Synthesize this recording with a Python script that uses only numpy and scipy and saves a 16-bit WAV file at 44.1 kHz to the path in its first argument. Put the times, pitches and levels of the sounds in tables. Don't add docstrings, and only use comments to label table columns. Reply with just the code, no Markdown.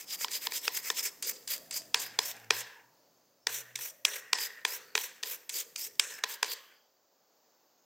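import sys
import numpy as np
from scipy import signal
from scipy.fft import rfft, irfft
from scipy.io import wavfile
from scipy.ndimage import uniform_filter1d

SR = 44100
rng = np.random.default_rng(int(sys.argv[2]) if len(sys.argv) > 2 else 0)


def field_ratio(decibels):
    return 10 ** (np.asarray(decibels, dtype=float) / 20)


def master_out(mix):
    frames = np.transpose(np.atleast_2d(mix))
    ceiling = np.clip(frames, -1, 1)
    pcm = np.round(ceiling * 32767).astype(np.int16)
    wavfile.write(sys.argv[1], SR, pcm)


N = 346171
T = np.arange(N) / SR

# [fastest t/s, fall t/s, pressure level/dB, tip flick above pressure level/dB]
SCRUBS = [(0.0, 0.049, -50, -1), (0.126, 0.036, -40.5, -2), (.223, 0.033, -40.5, -0.5),
          (0.352, .035, -38, -1), (0.448, 0.035, -41.5, -1), (0.556, 0.04, -38.5, -1.5),
          (.662, 0.038, -40.5, -0.5), (0.769, 0.033, -38.5, 2), (0.884, 0.041, -40.5, 1),
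          (.987, .03, -37, -4.5), (1.061, 0.032, -37, -1.5)]
SWEEPS = [(1.288, 0.027, -37.5, 3.5, 1.1), (1.52, 0.048, -39, 4, 2.5), (1.762, 0.036, -39, 4, 0.8),
          (2.011, 0.071, -45.5, 1.5, 0.5), (2.283, 0.044, -42.5, 1, 3.1), (2.576, 0.047, -42.5, -1, 2.5),
          (3.56, 0.056, -42, 1, 2), (3.843, 0.064, -43.5, 2.4, 1.17), (4.14, 0.059, -43.5, 1.5, 1.5),
          (4.434, 0.039, -39, 1, 1.4), (4.72, 0.052, -43, 2.6, 1.2), (5.015, 0.053, -41.5, 2.5, 2.9),
          (5.295, .062, -44, 2.7, 2.4), (5.57, 0.056, -39, -1, 1.2), (5.822, 0.056, -42.5, -0.5, 1.5),
          (6.11, 0.088, -49.5, -6, 1.9), (6.322, 0.036, -46.5, 2.3, 1.6), (6.523, 0.018, -43, 2.5, 2.8)]
# [t/s, level/dB]
BITES = [(0.13, -4), (0.165, -4), (0.355, 2), (0.376, -3), (0.565, 2), (0.64, 5), (0.655, 5), (0.734, -3),
         (0.77, 3), (0.828, -5), (0.986, 3), (1.017, -4), (1.058, 2), (1.255, 3), (1.296, 6), (1.308, -3),
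         (1.318, 5), (1.516, 6), (1.538, 3), (1.556, -3), (1.727, -12), (1.768, 7), (1.81, 12), (1.933, -3),
         (2.001, 3), (2.023, 3), (2.301, -3), (2.315, 5), (2.367, 6), (2.608, 6), (3.496, -5), (3.52, -4),
         (3.592, -3), (3.778, -8), (3.9, 3), (4.075, -3), (4.1, 5), (4.355, -6), (4.409, -4), (4.439, 2),
         (4.685, 3), (4.78, 6), (5.02, 3), (5.05, -4), (5.083, 4), (5.253, -3), (5.27, 4), (5.513, -8),
         (5.543, 3), (5.559, 2), (5.573, 3), (5.603, 2), (5.8, 2), (6.094, 3), (6.109, -3), (6.146, 3),
         (6.272, -4), (6.308, -4), (6.465, 4), (6.48, -5)]
# [t/s, level/dB]
LEAN = [(0, -1), (.4, -1), (.8, 0), (1.29, -1), (1.53, -1), (1.77, -1), (2.01, 1), (2.28, 1), (2.58, 2),
        (3.56, 1), (3.84, -2), (4.14, 1), (4.43, -1), (4.73, 2), (5.02, 2), (5.57, -1), (5.83, -3.5),
        (6.1, 2.5)]
# [f/Hz, width f/Hz, level/dB]
RIBS = [(470, 260, -21), (970, 390, -26), (3650, 1300, -3), (4904, 600, -8), (6335, 1400, -13.5),
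        (6966, 2610, 1.5)]
# [t/s, f/Hz, level/dB]
RIB_PATH = [(0, 5200, 0), (.13, 5000, 0), (.22, 4900, 0), (.35, 4900, 0), (.45, 5000, -3), (.56, 4900, 2),
            (.66, 5600, 0), (.77, 4900, 0), (.88, 5100, 0), (1.06, 5300, 0), (1.25, 4800, 2),
            (1.3, 5000, 2), (1.52, 4800, 2), (1.76, 4900, 0), (1.97, 4800, -3), (2.02, 4900, 4),
            (2.23, 5100, 0), (2.29, 5500, 0), (2.55, 5210, 2), (3.56, 5960, 0), (3.84, 5800, 0),
            (4.15, 5800, -4), (4.43, 4940, 2), (4.7, 4900, 0), (4.76, 5900, -2), (5.02, 5900, -5),
            (5.27, 4800, 0), (5.35, 5800, 0), (5.54, 4900, 0), (5.6, 4800, 4), (5.79, 4900, 2),
            (5.87, 5700, 2), (6.1, 5500, -3), (6.32, 5000, 0), (6.52, 4700, 2)]
# [t/s, f/Hz]
DRONE_PATH = [(0, 1800), (2.5, 1750), (3.502, 1800), (4.301, 1880), (6.001, 1850), (6.4, 1650)]
# [f/Hz, level per Hz/dB]
TIPS = [(7000, -34.5), (9000, -28.5), (10000, -10), (12500, 2), (15000, 3), (15800, -7)]
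TRAY = [(900, -18.5), (1500, -9), (2200, -1), (2600, -5), (3200, -23.5), (4500, -36)]
HOLLOW = [(250, -15.5), (340, -21.5), (455, -7.5), (670, -20.5), (970, -16.5), (1300, -13), (1650, 0),
          (1850, -8.5), (2050, -8.5), (2800, -10), (3600, -50.5)]

# [t/s, peak level/dB, dullness level/dB, scuff level/dB, drone level/dB]
LANDINGS = [(1.2247, -26, -28.5, -33.5, -68), (1.476, -26, -20.5, -38, -70), (1.71, -27, -21.5, -41, -68),
            (1.9437, -4.5, -1, -34.5, -60.5), (2.1887, -5, -2, -39.5, -61), (2.5056, -3.5, 27.5, -37, -51),
            (3.469, -9, -1.5, -42, -52.5), (3.7557, -23.5, -18.5, -41.5, -67),
            (4.0504, -4, -10.5, -32.5, -48.5), (4.3307, -4, -0.5, -35.5, -43.5),
            (4.6499, -9.5, 25, -36, -64), (4.9521, -9, 24, -35, -62), (5.2329, -17, -1.5, -39.5, -67),
            (5.493, -24, -23, -40.5, -69), (5.7585, -44, -20, -40.5, -65.5),
            (5.9956, -4, -14.5, -34.5, -49.5), (6.2372, -10.5, 4, -55.5, -54),
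            (6.4285, -7.5, 12.5, -38, -70)]
# [t/s, peak level/dB, dullness level/dB]
TICKS = [(0.2104, -27, 0.5), (0.245, -14, 22), (0.282, -25.5, 12), (0.3147, -30, -21), (0.4693, -14, 13),
         (0.5199, -20, -0.5), (0.6783, -10.5, 18), (0.9011, -11.5, 9), (1.2289, -23.5, -4.5),
         (1.318, -37, 1), (1.514, -54, -15), (1.5787, -41.5, -31), (1.7134, -29, -3.5), (1.742, -32, -23),
         (2.0673, -34.5, -2.5), (2.3128, -33, -24), (2.3653, -51, -32.5), (2.6068, -38, -32),
         (3.7578, -19.5, -13), (3.789, -27.5, -0.5), (4.385, -20.5, 5), (4.9768, -14, 15.5),
         (5.2289, -22, -3), (5.2713, -34, 1), (5.4976, -21, -5.5), (5.7598, -20, -9), (6.2419, -17, 4),
         (6.4444, -23, 6), (6.5173, -26, -1.5)]
# [t/s, peak level/dB, dullness level/dB]
FINGER_SHIFTS = [
    (2.398, -49, -24),
    (2.444, -43, -12),
]
# [t/s, peak level/dB, dullness level/dB]
MORE_TICKS = [(1.294, -25, -14), (1.818, -36, -14), (4.3884, -25, -6), (4.6144, -48, 0), (4.6644, -31, -14),
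              (5.2424, -32, -16), (5.2624, -35, -3), (5.5418, -27, -5), (5.6034, -32, -18), (5.9539, -46, -16)]
# [f/Hz, level/dB, time to fall 60 dB t/s]
FRAME = [(3470, 4, 0.0031), (3910, -9, 0.0043), (4610, -2.5, 0.0064), (5240, -4, 0.0063),
         (6130, -15.5, 0.01)]
BODY = [(463, -20, 0.045), (1020, -8.5, 0.014), (1450, -8, 0.0037), (1880, 0, 0.013), (2400, 4, 0.008)]
EDGE = [(7600, -1, .005), (9000, -3, .005), (12000, -4, .005), (14800, -3, .005)]
# [f/Hz, level per Hz/dB]
CRACK = [(300, -30), (1300, -25), (2000, -6), (3600, -3), (6000, 0), (9000, -12), (15000, -12)]
# [f/Hz, level/dB]
BENCH = [(300, 3.5), (450, 6), (600, -3.5), (730, -12), (880, 3), (1100, 6.5), (16000, -8)]
# [f/Hz, level per Hz/dB]
KNOCK = [(300, -5), (450, -21), (680, -20), (1000, -3), (1400, -30.5), (1850, 6), (2300, -1), (3600, 5),
         (6000, -2), (9500, -20), (15000, -31)]
# [t/s, peak level/dB, low f/Hz, high f/Hz, high above low level/dB]
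PANELS = [(0.244, -21, 2340, 3390, 0), (0.47, -22, 2430, 3250, 0), (0.52, -30, 1870, 3100, 0),
          (0.679, -18, 1860, 3210, 0), (0.902, -18, 1850, 3250, 0), (1.229, -35, 2340, 5480, 0),
          (1.477, -39, 2200, 4670, 0), (1.712, -39, 2220, 5080, 0), (1.944, -15, 2420, 3420, 0),
          (2.189, -17, 1000, 3780, 0), (2.506, -13, 2420, 3810, 0), (3.469, -18, 1820, 4460, 0),
          (3.755, -30, 2230, 5400, 0), (4.051, -15, 2480, 6080, 0), (4.331, -14, 1840, 3500, 0),
          (4.65, -15, 2410, 3470, 0), (4.953, -14, 2500, 3510, 0), (4.977, -20, 2480, 5210, 0),
          (5.233, -23, 2540, 5290, 0), (5.494, -33, 2150, 5220, 0), (5.76, -28, 2430, 5070, 0),
          (5.996, -17, 2400, 3260, 0), (6.238, -16, 999, 3110, 0), (6.429, -13, 1630, 3200, 0)]
# [t/s, from f/Hz, to f/Hz, level/dB, fade t/s]
LINGERS = [(.25, 420, 500, -68, .12), (.68, 420, 600, -67, .12), (1.23, 420, 500, -55, .12),
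           (1.53, 450, 700, -59, .12), (1.72, 500, 700, -60, .12), (1.95, 700, 800, -58, .12),
           (2.2, 500, 900, -57, .15), (2.56, 1000, 900, -60, .17), (3.58, 500, 620, -68, .1),
           (3.78, 450, 640, -63, .15), (4.75, 460, 440, -66, .15), (4.75, 1100, 1500, -63, .12),
           (4.8, 4500, 4500, -64, .1), (5.23, 500, 450, -58, .1), (5.5, 450, 470, -60, .13),
           (5.84, 450, 450, -65, .08), (6.25, 1000, 1000, -58, .1), (6.33, 3100, 3200, -63, .07),
           (6.44, 450, 500, -56, .07), (6.46, 1050, 1150, -62, .13), (6.5, 3200, 3150, -61, .14),
           (6.7, 4700, 4700, -70, .08), (2.9, 4300, 4900, -81, .25), (3.4, 5200, 5400, -70, .04)]

# [f/Hz, level/dB]
ROOM = [(300, -7.5), (1000, -1.5), (2400, -21), (5000, -16), (10000, -21), (15000, -16)]
# [f/Hz, time to fall 60 dB t/s]
ROOM_T60 = [(300, 0.2), (1000, 0.33), (2400, 1), (5000, 0.58), (12000, 1)]
# [multiple of crank pitch, level/dB]
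ENGINE_ORDERS = [(2, 0), (3, -15.5), (4, -14), (5, -10)]
# [t/s, f/Hz]
CRANK = [(0, 51), (1.8, 57.95), (2.6, 56.2), (2.9, 60), (3.5, 60.2), (7.85, 63)]
# [t/s, held t/s, tone level/dB]
REVS = [
    (1.75, 0.41, -71.5),
    (2.24, 0.4, -66),
    (2.86, .04, -77),
    (3.12, .04, -79),
    (3.5, .28, -68),
    (4.02, 0.25, -76),
]
# [f/Hz, level per Hz/dB]
RUMBLE = [(80, -23), (115, -16.5), (150, -7.5), (190, -9.5), (280, -6.5), (400, -12.5), (700, -26.5)]
# [t/s, level/dB]
BIKE_FAR = [(0, -68.5), (2.1, -64.5), (2.8, -77.5), (4.3, -76.5), (4.6, -76.5), (6.2, -74.5), (6.6, -92),
            (7.85, -100)]
# [f/Hz, level/dB]
WHINES = [(4650, -89), (5150, -92), (6400, -87), (600, -83)]
# [f/Hz, level per Hz/dB]
HISS = [(30, -40), (70, -36), (130, -21), (260, -12), (400, -10), (550, -8), (900, -10), (2200, -22),
        (3500, -22), (4700, -17), (7000, -18), (8600, -38), (10600, -40), (12500, -23), (15200, -18)]
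# [t/s, level/dB]
HISS_LEVEL = [(0, -59.5), (3.4, -70.5), (6.8, -69), (7.85, -70)]
# [f/Hz, level/dB]
SIDE_SHARE = [(4400, -55), (4900, -12.5), (8000, -9.5), (10000, -6), (12000, -14), (15800, -16)]

SCRUB_RISE = 1.22
SCRUB_STOP, SWEEP_STOP = 3.25, 3.2
SCRUB_TRAY_DB, SWEEP_TRAY_DB = -6, -11
BITE_S = .006
BOUNCE_S = 0.035
BRISTLES_FIRST_S = 0.0011
RIB_DB = -4.5
SHIELD_RATIO, SHIELD_DB = 1.5, -12
TAIL_STOP_S, DRONE_STOP_S = .3, .36
BODY_DB, BODY_SLOPE, EDGE_DB = -6.5, 2.4, -16
GLANCE_DB, GLANCE_RATIO = -18, 1.4
RING_DB = -1.5
CRACK_DB, CRACK_RISE_S, CRACK_FALL_S, GLANCE_S_PER_DB = -7, .0009, .0018, .00008
PANEL_DB, PANEL_T60_S = -3, .011
REV_RISE_S, REV_FALL_S = .035, .05


def scrub():
    slips = bristles(rate=16000, spread_db=0.67, smooth=.8)
    other_slips = slips[::-1]
    patchy_db = 2.3 * np.array([wander(30) for _ in range(len(RIBS) + 3)])
    lean_db = np.interp(T, *np.transpose(LEAN))

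    ribs = 0
    for (hz, width, db), patch_db in zip(RIBS, patchy_db):
        rib_db = db + patch_db + lean_db * (hz < 4400)
        ribs = ribs + field_ratio(rib_db) * resonate(slips, hz, width)
    ribs = unit(ribs)
    path = np.array(RIB_PATH)
    path_db = np.interp(T, path[:, 0], path[:, 2])
    ribs += field_ratio(RIB_DB + path_db + patchy_db[1]) * band(other_slips, path[:, :2], width_hz=550)
    shield_path = path[:, :2] * (1, SHIELD_RATIO)
    ribs += field_ratio(SHIELD_DB - lean_db + patchy_db[0]) * band(other_slips, shield_path, width_hz=900)

    tips = field_ratio(.7 * patchy_db[-1]) * unit(colour(slips, TIPS))
    tray = field_ratio(.7 * patchy_db[-2]) * unit(colour(slips, TRAY))
    hollow = field_ratio(.7 * patchy_db[-3]) * unit(colour(slips, HOLLOW))
    out = tips * rub_strength(tips=True, tray=False, scuff_db=-19, scuff_s=.02)
    out += ribs * rub_strength(tips=False, tray=False, scuff_db=-4, scuff_s=0.031)
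    out += tray * rub_strength(tips=True, tray=True, scuff_db=-13, scuff_s=.03)
    out += hollow * field_ratio(-43) * np.sqrt(scuff(column=1, fade_s=0.09, stop_s=DRONE_STOP_S))
    drone_power = scuff(column=4, fade_s=.11, stop_s=DRONE_STOP_S)
    return out + band(other_slips, DRONE_PATH, width_hz=160) * np.sqrt(drone_power)


def bristles(rate, spread_db, smooth):
    chance = rng.random((2, N))
    size = field_ratio(-spread_db * np.log(1 - chance[1]))
    slips = (chance[0] < rate / SR) * size * rng.standard_normal(N)
    tufts_db = 2.4 * wander(170) + .9 * wander(45)
    return (unit(slips) + smooth * rng.standard_normal(N)) * field_ratio(tufts_db)


def rub_strength(tips, tray, scuff_db, scuff_s):
    t, power = T[::32], 0
    landed = np.array(LANDINGS)[:, 0]
    scrubs = [row + (SCRUB_RISE,) for row in SCRUBS]
    groups = ((scrubs, SCRUB_STOP, SCRUB_TRAY_DB), (SWEEPS, SWEEP_STOP, SWEEP_TRAY_DB))
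    for rows, stop, tray_db in groups:
        for s, fall, db, tip_db, rise in rows:
            before = (np.abs(s - t) / (rise * fall)) ** 1.9
            after = (np.abs(t - s) / fall) ** stop
            swell = np.exp(-2.8 * np.where(t < s, before, after))
            last_landing = landed[landed < s].max(initial=-1)
            touch = 1 - np.exp(-(np.maximum(t - last_landing, 0) / BOUNCE_S) ** 2)
            power = power + field_ratio(2 * (db + tips * tip_db + tray * tray_db)) * swell * touch
    bite_db = sum(db * np.exp(-((t - s) / BITE_S) ** 2) for s, db in BITES)
    power = power * field_ratio(2 * bite_db)
    return np.sqrt(np.interp(T, t, power) + scuff(column=3, fade_s=scuff_s) * field_ratio(2 * scuff_db))


def scuff(column, fade_s, stop_s=np.inf):
    landings = np.array(LANDINGS)
    starts = np.zeros(N)
    starts[((landings[:, 0] - BRISTLES_FIRST_S) * SR).astype(int)] = field_ratio(2 * landings[:, column])
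    t = T[:SR // 2]
    fade = np.exp(-t / fade_s - 2 * (t / stop_s) ** 6)
    return np.abs(signal.fftconvolve(starts, fade)[:N])


def knocks():
    out, blows, crack = np.zeros(N), np.zeros(N), np.zeros(N)
    t = np.arange(SR // 16) / SR
    for s, peak_db, dull_db, *_ in LANDINGS + TICKS + FINGER_SHIFTS + MORE_TICKS:
        body_db = BODY_DB + BODY_SLOPE * min(dull_db, 0)
        edge_db = EDGE_DB - dull_db
        glancing = peak_db < GLANCE_DB and dull_db < 0
        frame = np.multiply(FRAME, (GLANCE_RATIO if glancing else 1, 1, 1))
        chance = rng.standard_normal((3, 5, 1))

        blow = np.zeros(SR // 200)
        when = np.array([0, .0003, .0009, .0016]) * (1 + .15 * chance[2, :4, 0])
        blow[(when * SR).astype(int)] = [0.0054, 0.77, -0.68, 0.68]
        parts = []
        for modes in (frame, BODY, EDGE):
            ringing = ring(modes, chance[:, :len(modes)], t)
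            parts.append(np.convolve(blow, ringing)[:len(t)])
        parts[0], parts[2] = np.gradient(parts[0]), np.gradient(parts[2])
        i = int((s + 0.00064) * SR)
        for part, db in zip(parts, (0, body_db, edge_db)):
            out[i:i + len(t)] += field_ratio(peak_db + RING_DB + db) * part / np.abs(part).max()
        blows[i] = field_ratio(peak_db + body_db / 2)

        fall = CRACK_FALL_S - GLANCE_S_PER_DB * min(dull_db, 0)
        lead = t - 5 * CRACK_RISE_S
        swell = np.exp(np.minimum(lead, 0) / CRACK_RISE_S - np.maximum(lead, 0) / fall)
        j = int((s + .0012 - 5 * CRACK_RISE_S) * SR)
        crack[j:j + len(t)] += field_ratio(peak_db + CRACK_DB) * swell
    out += crack * unit(colour(rng.standard_normal(N), CRACK)) / 2
    return colour(out, BENCH), colour(blows, KNOCK)


def ring(modes, chance, t):
    hz, db, t60 = np.transpose(modes)[:, :, None]
    vary_db, vary_hz = 1.5 * chance[0], 1 + .02 * chance[1]
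    tones = np.sin(2 * np.pi * hz * vary_hz * t)
    return np.sum(field_ratio(db + vary_db) * tones * 1000 ** (-t / t60), axis=0)


def panels():
    out, t = np.zeros(N), T[:SR // 32]
    fade = np.clip(t / .0006, 0, 1) * 1000 ** (-t / PANEL_T60_S)
    for s, db, low_hz, high_hz, high_db in PANELS:
        i = int((s + .0005) * SR)
        low, high = np.sin(2 * np.pi * np.outer((low_hz, high_hz), t)) * fade
        out[i:i + len(t)] += field_ratio(db + PANEL_DB) * (low + field_ratio(high_db) * high * fade)
    return out


def lingers():
    out, t = np.zeros(N), T[:SR // 2]
    for s, from_hz, to_hz, db, fade_s in LINGERS:
        glide_hz = to_hz + (from_hz - to_hz) * np.exp(-t / fade_s)
        turns = 2 * np.pi * np.cumsum(glide_hz) / SR
        low = signal.butter(2, 50 + .04 * to_hz, fs=SR, output="sos")
        a, b = signal.sosfilt(low, rng.standard_normal((2, len(t))))
        hum = unit(a * np.cos(turns) + b * np.sin(turns))
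        shape = (1 - np.exp(-t / .02)) * np.exp(-(t / (1.6 * fade_s)) ** 2)
        i = int(s * SR)
        out[i:i + len(t)] += field_ratio(db) * shape * hum
    return out


def room(x):
    t, hz = np.arange(SR) / SR, np.arange(SR // 2 + 1)
    spectrum, tail = rfft(rng.standard_normal(SR)), 0
    for centre in 200 * 2 ** np.arange(0, 6.6, .5):
        share = np.clip(1 - np.abs(2 * np.log2(np.maximum(hz, 1) / centre)), 0, 1)
        fade = 1000 ** (-t / curve(ROOM_T60, centre))
        fade = fade * np.clip(t / 0.015, 0, 1) * np.exp(-(t / TAIL_STOP_S) ** 4)
        level = field_ratio(curve(ROOM, centre)) / np.sqrt(np.sum(fade ** 2))
        tail = tail + level * irfft(spectrum * share) * fade
    return signal.fftconvolve(x, tail)[:N]


def motorbike():
    crank_hz = np.interp(T, *np.transpose(CRANK)) * (1 + .025 * wander(14))
    phase = 2 * np.pi * np.cumsum(crank_hz) / SR
    tone = sum(field_ratio(db + 3.5 * wander(10)) * np.sin(k * phase) for k, db in ENGINE_ORDERS)
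    load = 0
    for s, held, db in REVS:
        rise = np.minimum(T - s, 0) / REV_RISE_S
        fall = np.maximum(T - s - held, 0) / REV_FALL_S
        load = load + field_ratio(db) * np.exp(rise - fall)
    rumble_db = np.interp(T, *np.transpose(BIKE_FAR)) + 1.5 * wander(2.4)
    return load * tone + field_ratio(rumble_db) * unit(colour(rng.standard_normal(N), RUMBLE))


def whines():
    out = 0
    for hz, db in WHINES:
        drift = rng.standard_normal(22)
        path = [(s, hz * (1 + .025 * d)) for s, d in zip(np.arange(0, 8.5, .4), drift)]
        out = out + field_ratio(db + 3 * wander(9)) * band(rng.standard_normal(N), path, width_hz=220)
    return out


def hiss():
    hiss_db = np.interp(T, *np.transpose(HISS_LEVEL)) + 1.2 * wander(4)
    return field_ratio(hiss_db) * unit(colour(rng.standard_normal(N), HISS))


def unit(x):
    return x / np.sqrt(np.mean(x ** 2))


def curve(points, hz):
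    f, v = np.transpose(points)
    return np.interp(np.log(np.maximum(hz, 1)), np.log(f), v)


def colour(x, points, size=2048):
    cep = irfft(curve(points, np.arange(size // 2 + 1) * SR / size) * np.log(10) / 20)
    cep[1:size // 2] *= 2
    cep[size // 2 + 1:] = 0
    return signal.oaconvolve(x, irfft(np.exp(rfft(cep))))[:len(x)]


def wander(rate):
    levels = rng.standard_normal(4096)
    joined = np.interp(T * rate, np.arange(len(levels)), levels)
    return unit(uniform_filter1d(joined, int(SR / rate)))


def resonate(x, hz, width):
    edges = [hz - width / 2, hz + width / 2]
    return unit(signal.sosfilt(signal.butter(2, edges, "band", fs=SR, output="sos"), x))


def band(x, points, width_hz):
    turns = 2j * np.pi * np.cumsum(np.interp(T, *np.transpose(points))) / SR
    low = signal.butter(2, width_hz / 2, fs=SR, output="sos")
    return unit(np.real(signal.sosfilt(low, x * np.exp(-turns)) * np.exp(turns)))


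def scene():
    rub = scrub()
    hits, spread = knocks()
    small = signal.butter(5, 360, "high", fs=SR, output="sos")
    near = signal.sosfilt(small, rub + hits + panels())
    far = signal.sosfilt(small, rub + field_ratio(21) * spread)
    mix = near + lingers() + room(far) + motorbike() + whines() + hiss()
    return np.tile(mix, (2, 1))


def band_limit(x):
    return signal.sosfilt(signal.butter(12, 17000, fs=SR, output="sos"), x)


def record(dry):
    treble_cut = signal.ellip(8, .3, 34, 15900, fs=SR, output="sos")
    mono = signal.sosfilt(treble_cut, dry[0])
    side = colour(mono * wander(420), SIDE_SHARE)
    return band_limit(np.array([mono + side, mono - side]))


dry = scene()
out = record(dry)
master_out(out)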